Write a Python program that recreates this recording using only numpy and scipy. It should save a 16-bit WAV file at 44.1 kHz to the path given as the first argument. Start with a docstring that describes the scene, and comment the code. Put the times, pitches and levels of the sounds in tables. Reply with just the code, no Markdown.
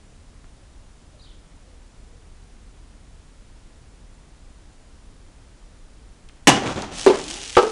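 """In the low rumble of a quiet walled patio, a small bird warbles twice among faint, distant hoots.
After a few dry ticks, at 6.5 s, a sword cuts four water-filled plastic bottles on a table: each shell
cracks, each water column thumps in its modes, and the loudest blows overload the microphone.
Water slops onto the table, then spatters on the paving as countless small impacts. At 7.1 s and 7.6 s
two cut bottles land with hollow thuds; water sloshes inside them and the enclosed air resonates."""
import sys
import numpy as np
from scipy import signal
from scipy.fft import rfft, irfft
from scipy.io import wavfile
from scipy.ndimage import uniform_filter1d

SR = 44100
rng = np.random.default_rng(int(sys.argv[2]) if len(sys.argv) > 2 else 0)


def inscribe(sig):
    """Save sig as 16-bit PCM at rate SR to the path in sys.argv[1].

    A 1-D sig is mono; a 2-D sig holds one channel per row.
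    Samples are clipped to [-1, 1] before scaling.
    """
    pcm = np.round(np.clip(np.atleast_2d(sig).T, -1, 1) * 32767)
    wavfile.write(sys.argv[1], SR, pcm.astype(np.int16))


N = 340011
TIME = np.arange(N) / SR
RING_TIME = TIME[:SR // 2]

# spectrum of the outdoor background: frequency_hz, level_db
AIR_SPECTRUM = [(8.8, -63), (15, -1), (37, 1.5), (108, -12.5), (124, -15.5), (226, -18.5), (306, -20.5),
                (332, -23), (414, -24), (461, -25), (529, -26), (2330, -35), (6070, -38), (7350, -39),
                (10500, -40.5), (13600, -57), (22000, -120)]
# reverberation time of the patio: frequency_hz, t60_s
PATIO_DECAY = [(120, 0.39), (400, 0.35), (1000, 0.44), (2500, 0.37), (6000, 0.32), (11000, 0.14)]
# first reflections from ground and walls: delay_s, level_db
REFLECTIONS = [(.0052, -18.5), (0.0112, -23), (0.0272, -15.5), (.062, -30), (0.075, -25)]
# distant hoots: start_s, length_s, pitch_hz, level_db
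HOOTS = [(1.121, 0.057, 586, -57), (1.63, 0.15, 506, -62), (2.02, 0.23, 475.5, -66)]
# the bird's syllables: start_s, length_s, centre_hz, warble_hz, level_db
SYLLABLES = [(1.187, 0.078, 4250, 26, -56), (1.253, .074, 3420, 28, -59)]
# dry ticks before the cut: start_s, peak_db, centre_hz, t60_s
TICKS = [(0.4435, -38.5, 1000, .008), (6.2882, -39, 2780, .019), (6.289, -41, 5700, .008),
         (6.295, -39, 1880, 0.02)]
# cut plastic snapping as it tumbles: start_s, peak_db, centre_hz
SNAPS = [(6.661, -25, 2560), (6.762, -29, 3500), (6.843, -28, 3070), (7.553, -19, 2208)]
# the largest drops striking stone: start_s, peak_db
BIG_DROPS = [(6.821, -20.5), (6.977, -27), (7.01, -19), (7.24, -25), (7.3018, -19), (7.341, -19),
             (7.454, -24), (7.4774, -21.5)]
# air resonances of the open bottles: start_s, pitch_hz, climb_hz_per_s, level_db, t60_s
CAVITY_TONES = [(7.255, 290, 651, -37, 0.79), (7.615, 436.4, 0, -18, 0.34)]
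# water surging inside each fallen bottle: start_s, level_db
SLOSHES = [(7.105, -24.5), (7.605, -26)]
# spectrum of that enclosed water: frequency_hz, level_db
SLOSH_SPECTRUM = [(100, -30), (220, -9), (330, -3), (480, -3.5), (700, -8.5), (1050, -11.5), (1600, -17.5),
                  (5000, -33), (12000, -60)]
# masses of water landing on the table: start_s, hold_s, level_db
SLOPS = [(6.5, 0.051, -26), (6.62, 0.076, -28), (6.754, .012, -29), (6.816, .012, -34.5), (6.9, .005, -37)]
# spectrum of water on the table: frequency_hz, level_db
SLOP_SPECTRUM = [(29, -43), (50, -1.5), (297, 3.5), (436, -4), (840, 0.5), (898, -5.5), (1080, -5.5),
                 (2020, -11), (3040, -12.5), (4560, -19.5), (6700, -19), (9610, -31), (11000, -50),
                 (14300, -79), (22000, -120)]
# heavy splats of water: start_s, peak_db, centre_hz, t60_s
SPLATS = [(6.579, -17, 260, 0.033), (6.623, -17, 330, 0.05), (6.644, -20.5, 487, 0.16),
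          (6.688, -19.5, 746, 0.074), (6.76, -20.5, 149, 0.047), (6.778, -23.5, 406, 0.078),
          (6.825, -23.5, 720, 0.067)]
# showers of thrown water reaching the paving: start_s, level_db, t60_s
SHOWERS = [(6.49, -33, .36), (6.64, -44, 1.1), (6.914, -34, 1.3), (6.955, -35.5, 3.1), (7.255, -37.5, 13)]
# spectrum of drops on stone: frequency_hz, level_db
SPATTER_SPECTRUM = [(300, -16), (1200, -12), (2000, -6.5), (3000, -1), (4300, -4), (6000, -2.5),
                    (8000, -6.5), (10000, -10), (12000, -24)]
# blows on the ground, one list per fallen bottle: start_s, ring_db, crunch_db
LANDINGS = [
    [(7.0642, -0.5, -11), (7.0719, -0.5, -11.5), (7.0901, -9, -26), (7.0993, -5.5, -20)],
    [(7.5678, 0, -9), (7.5805, -10, -14), (7.5868, -3.5, -28)],
]
# modes set by the water left inside, one list per fallen bottle: pitch_hz, level_db, t60_s
BOTTLE_MODES = [
    [(238, -20.5, 0.11), (310, -8.5, 0.042), (360, -30, 0.082), (383.7, 1, 0.065), (436, -11.5, 0.095),
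     (515, -15.5, 0.069), (574, -24, 0.12), (640, -31, 0.12), (864, -14.5, 0.11), (1007, -19, 0.065),
     (1120, -20, 0.067)],
    [(384, -5.5, 0.1), (441.3, -5.5, 0.14), (494, -2.5, 0.07), (716, -14, .08), (799, -12, .07),
     (876, -10.5, 0.088), (924, -16.5, 0.17), (1043, -16, 0.089), (1192, -6.5, 0.061), (1303, -8, 0.11),
     (1384, -16.5, 0.057), (1606, -17, 0.1), (2670, -20.5, 0.033)],
]
# spectrum of a crumpling shell: frequency_hz, level_db
CRUNCH_SPECTRUM = [(100, -43), (280, 6.5), (420, 11.5), (900, 3.5), (1300, -5), (1800, -9), (2800, -7),
                   (5000, -14), (10000, -27)]
# the blade bursting one bottle after another: start_s, crack_db, thump_db
CUTS = [(6.4717, -2.5, -11.5), (6.4755, -1.5, -8.5), (6.4816, -15, -11), (6.4896, -3.5, -11)]
# spectrum of splitting plastic: frequency_hz, level_db
CRACK_SPECTRUM = [(100, -34), (400, 4), (850, 9), (1150, 3.5), (1500, 4), (2000, 2), (2900, 0), (3500, 0),
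                  (4500, -2), (5800, -0.5), (8000, -6.5), (9800, -9.5), (12000, -6.5)]
# modes of the struck water columns and the table: pitch_hz, level_db, t60_s
THUMP_MODES = [(130, -11.5, 0.26), (149, -3, 0.07), (260, 4, 0.059), (313, 0, 0.12), (353, 0.5, 0.051),
               (497, -8.5, 0.1), (725, -7.5, 0.13), (789, -10, 0.074), (827, -4.5, 0.12), (1015, -10, 0.11),
               (1142, -12.5, 0.11), (1940, -15.5, 0.19), (2940, -3.5, 0.053)]


def amp(db):
    return 10 ** (np.asarray(db) / 20)


def unit_rms(x):
    return x / np.sqrt(np.mean(x ** 2) + 1e-20)


def log_interp(points, hz):
    frequencies, values = np.transpose(points)
    return np.interp(np.log(hz + 1), np.log(frequencies + 1), values)


def add(mix, start_s, sound):
    part = mix[round(start_s * SR):][:len(sound)]
    part += sound[:len(part)]


def decay(t60_s, t=RING_TIME):
    """Damping: amplitude falls exponentially, by 60 dB in t60_s."""
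    return np.exp(-np.log(1000) * t / t60_s)


def swell(start_s, t60_s, rise_s, hold_s=0):
    """An envelope of linear rise, hold and exponential decay."""
    age = TIME - start_s
    return np.clip(age / rise_s, 0, 1) * decay(t60_s, np.maximum(age - rise_s - hold_s, 0))


def wander(samples):
    """A moving average of noise fluctuates more slowly the longer its window."""
    return unit_rms(uniform_filter1d(rng.standard_normal(N), size=samples))


def coloured(x, spectrum):
    """Filtering multiplies spectra; the result has unit rms."""
    gain = amp(log_interp(spectrum, np.fft.rfftfreq(len(x), 1 / SR)))
    return unit_rms(irfft(rfft(x) * gain, len(x)))


def burst(spectrum, t60_s):
    """Dense tiny impulses merge into decaying noise."""
    return coloured(rng.standard_normal(len(RING_TIME)), spectrum) * decay(t60_s)


def band_burst(peak_db, centre_hz, octaves, t60_s):
    """A brief impact with its energy gathered in one band."""
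    hz = np.geomspace(50, 16000, 40)
    band_db = -4.3 * (np.log2(hz / centre_hz) / octaves) ** 2
    sound = burst(np.c_[hz, band_db], t60_s)
    return amp(peak_db) * sound / abs(sound).max()


def ring(modes):
    """Free vibration is a sum of damped modes; neighbours swing in opposite directions."""
    return sum((-1) ** k * amp(db) * decay(t60_s) * np.sin(2 * np.pi * hz * RING_TIME)
               for k, (hz, db, t60_s) in enumerate(modes))


def drops(surges, spectrum, per_s, spread_db, spray, clump_db):
    """Shot noise: random impacts arrive in clumps over a fine spray; independent surges add in power."""
    sizes = amp(spread_db * np.minimum(rng.exponential(1, N), 5))
    impacts = sizes * rng.choice([-1, 1], N) * (rng.random(N) < per_s / SR)
    level = np.linalg.norm(surges, axis=0) * amp(clump_db * wander(450))
    return level * coloured(unit_rms(impacts) + spray * rng.standard_normal(N), spectrum)


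def radiated(x, cutoff_hz):
    """A body much smaller than the wavelength radiates poorly, so bass is lost."""
    return signal.sosfilt(signal.butter(2, cutoff_hz, "high", fs=SR, output="sos"), x)


def low_pass(x, hz, taps):
    return signal.oaconvolve(x, signal.firwin(taps, hz, window=("kaiser", 8), fs=SR)[None], "same")


def air(level_db=-46, whine_hz=7140, whine_db=-77, whine_width_hz=120):
    """Broadband outdoor rumble and hiss, with a faint whine of narrow-band noise."""
    pole = np.exp(-np.pi * whine_width_hz / SR)
    flicker = signal.lfilter([1], [1, -pole], rng.standard_normal(N))
    whine = unit_rms(flicker * np.sin(2 * np.pi * whine_hz * TIME))
    return amp(level_db) * coloured(rng.standard_normal(N), AIR_SPECTRUM) + amp(whine_db) * whine


def reverberation(x, build_s=0.019, stretch=1):
    """A diffuse field builds between the walls, and each band decays at its own rate."""
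    hz, t, bands = signal.stft(rng.standard_normal(SR), SR, nperseg=256)
    t60_s = stretch * log_interp(PATIO_DECAY, hz)[:, None]
    tail = signal.istft(bands * decay(t60_s, t), SR, nperseg=256)[1][:SR]
    tail *= 1 - np.exp(-TIME[:SR] / build_s)
    return signal.fftconvolve(x, tail / np.linalg.norm(tail))[:N]


def echoes(x, cutoff_hz=4500):
    """Early reflections are delayed copies, their treble absorbed by plants and cloth."""
    out = np.zeros(N)
    dulled = signal.lfilter(*signal.butter(1, cutoff_hz, fs=SR), x)
    for delay_s, db in REFLECTIONS:
        add(out, delay_s, amp(db) * dulled)
    return out


def hoots(blur=0.05):
    """Soft tones arch in pitch and level; random frequency modulation blurs them."""
    out = np.zeros(N)
    for start_s, length_s, hz, db in HOOTS:
        arch = np.sin(np.pi * TIME[:int(length_s * SR)] / length_s)
        pitch_hz = hz * (0.96 + 0.0435 * arch + blur * wander(200)[:len(arch)])
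        add(out, start_s, amp(db) * arch * np.sin(2 * np.pi * np.cumsum(pitch_hz) / SR))
    return out


def bird(depth=0.126, rasp=0.026, edge_s=0.01):
    """Frequency modulation of a whistle: a periodic swing gives the warble, a random one the rasp."""
    out = np.zeros(N)
    for start_s, length_s, centre_hz, warble_hz, db in SYLLABLES:
        t = TIME[:int(length_s * SR)]
        warble = depth * np.cos(2 * np.pi * warble_hz * t)
        pitch_hz = centre_hz * (1 + warble + rasp * wander(30)[:len(t)])
        level = amp(db) * np.minimum(np.minimum(t, length_s - t) / edge_s, 1)
        add(out, start_s, level * np.sin(2 * np.pi * np.cumsum(pitch_hz) / SR))
    return out


def clicks():
    """Heavily damped transients: dry ticks, snaps of plastic and single large drops."""
    out = np.zeros(N)
    for start_s, db, centre_hz, t60_s in TICKS:
        add(out, start_s, band_burst(db, centre_hz, octaves=0.56, t60_s=t60_s))
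    for start_s, db, centre_hz in SNAPS:
        add(out, start_s, band_burst(db, centre_hz, octaves=0.48, t60_s=0.019))
    for start_s, db in BIG_DROPS:
        add(out, start_s, band_burst(db, centre_hz=5300, octaves=0.6, t60_s=0.013))
    return out


def cavity_hum(waver=0.055):
    """Air resonance in the open bottles wavers with the water; the first tone climbs as it drains."""
    out = np.zeros(N)
    for start_s, hz, climb_hz_per_s, db, t60_s in CAVITY_TONES:
        glide_hz = hz + climb_hz_per_s * np.maximum(TIME - start_s, 0)
        pitch_hz = glide_hz * (1 + waver * wander(250))
        level = amp(db) * swell(start_s, t60_s, rise_s=0.023)
        out += level * np.sin(2 * np.pi * np.cumsum(pitch_hz) / SR)
    return out


def sloshes():
    """Inertia throws the water in a fallen bottle against its walls."""
    surges = [amp(db) * swell(start_s, t60_s=0.26, rise_s=0.021, hold_s=0.024) for start_s, db in SLOSHES]
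    return drops(surges, SLOSH_SPECTRUM, per_s=700, spread_db=3, spray=0.69, clump_db=1)


def spatter():
    """Fine drops stop abruptly on stone, and short impacts make bright noise."""
    showers = [amp(db) * swell(start_s, t60_s, rise_s=0.037) for start_s, db, t60_s in SHOWERS]
    return drops(showers, SPATTER_SPECTRUM, per_s=3000, spread_db=4.6, spray=0.5, clump_db=1)


def slops():
    """Masses of water make low impact noise on the table; a thin runoff follows and dries up."""
    surges = [amp(db) * swell(start_s, t60_s=0.17, rise_s=0.021, hold_s=hold_s)
              for start_s, hold_s, db in SLOPS]
    runoff = amp(-42) * swell(start_s=6.8, t60_s=0.7, rise_s=0.05, hold_s=0.51)
    out = drops(surges + [runoff], SLOP_SPECTRUM, per_s=900, spread_db=2.5, spray=0.76, clump_db=1.5)
    for start_s, db, centre_hz, t60_s in SPLATS:
        add(out, start_s, band_burst(db, centre_hz, octaves=0.7, t60_s=t60_s))
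    return radiated(out, cutoff_hz=50)


def falling_bottles():
    """Impact crumples the shell and excites the modes of each bottle, which rocks and knocks again."""
    out = np.zeros(N)
    for blows, modes in zip(LANDINGS, BOTTLE_MODES):
        for start_s, ring_db, crunch_db in blows:
            crunch = amp(crunch_db) * burst(CRUNCH_SPECTRUM, t60_s=0.13)
            add(out, start_s, amp(ring_db) * ring(modes) + crunch)
    return radiated(out, cutoff_hz=236)


def sword_cut():
    """Fracture of each shell radiates a crack while the blade's impulse rings the water and table."""
    out = np.zeros(N)
    for start_s, crack_db, thump_db in CUTS:
        crack = amp(crack_db) * burst(CRACK_SPECTRUM, t60_s=0.067)
        add(out, start_s, crack + amp(thump_db) * ring(THUMP_MODES))
    return radiated(out, cutoff_hz=106)


def scene():
    """Superposition of near sounds, their echoes and reverberation, far birds and the open air."""
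    blade, bottles = sword_cut(), falling_bottles()
    splash = slops() + spatter() + clicks()
    calls = bird() + hoots()
    near = blade + bottles + splash + sloshes() + cavity_hum() + echoes(blade + amp(-4) * bottles)
    tail = reverberation(amp(-15) * blade + amp(-20) * bottles + amp(-11.5) * splash)
    far = amp(2.5) * calls + amp(-3.5) * reverberation(calls, stretch=1.1)  # scattered among houses
    return (near + tail + far + air())[None]


def record(dry, mic_hz=10800, ceiling=0.71, overtones_db=-5, limit_hz=16200):
    """Saturation in a band-limited microphone's amplifier adds overtones; filters soften the highest."""
    heard = low_pass(dry, mic_hz, taps=71)
    clipped = heard / (1 + (heard / ceiling) ** 10) ** (1 / 10)
    body = low_pass(clipped, mic_hz, taps=101)
    shelved = body + amp(overtones_db) * (clipped - body)
    return low_pass(shelved, limit_hz, taps=255)


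dry = scene()
out = record(dry)
inscribe(out)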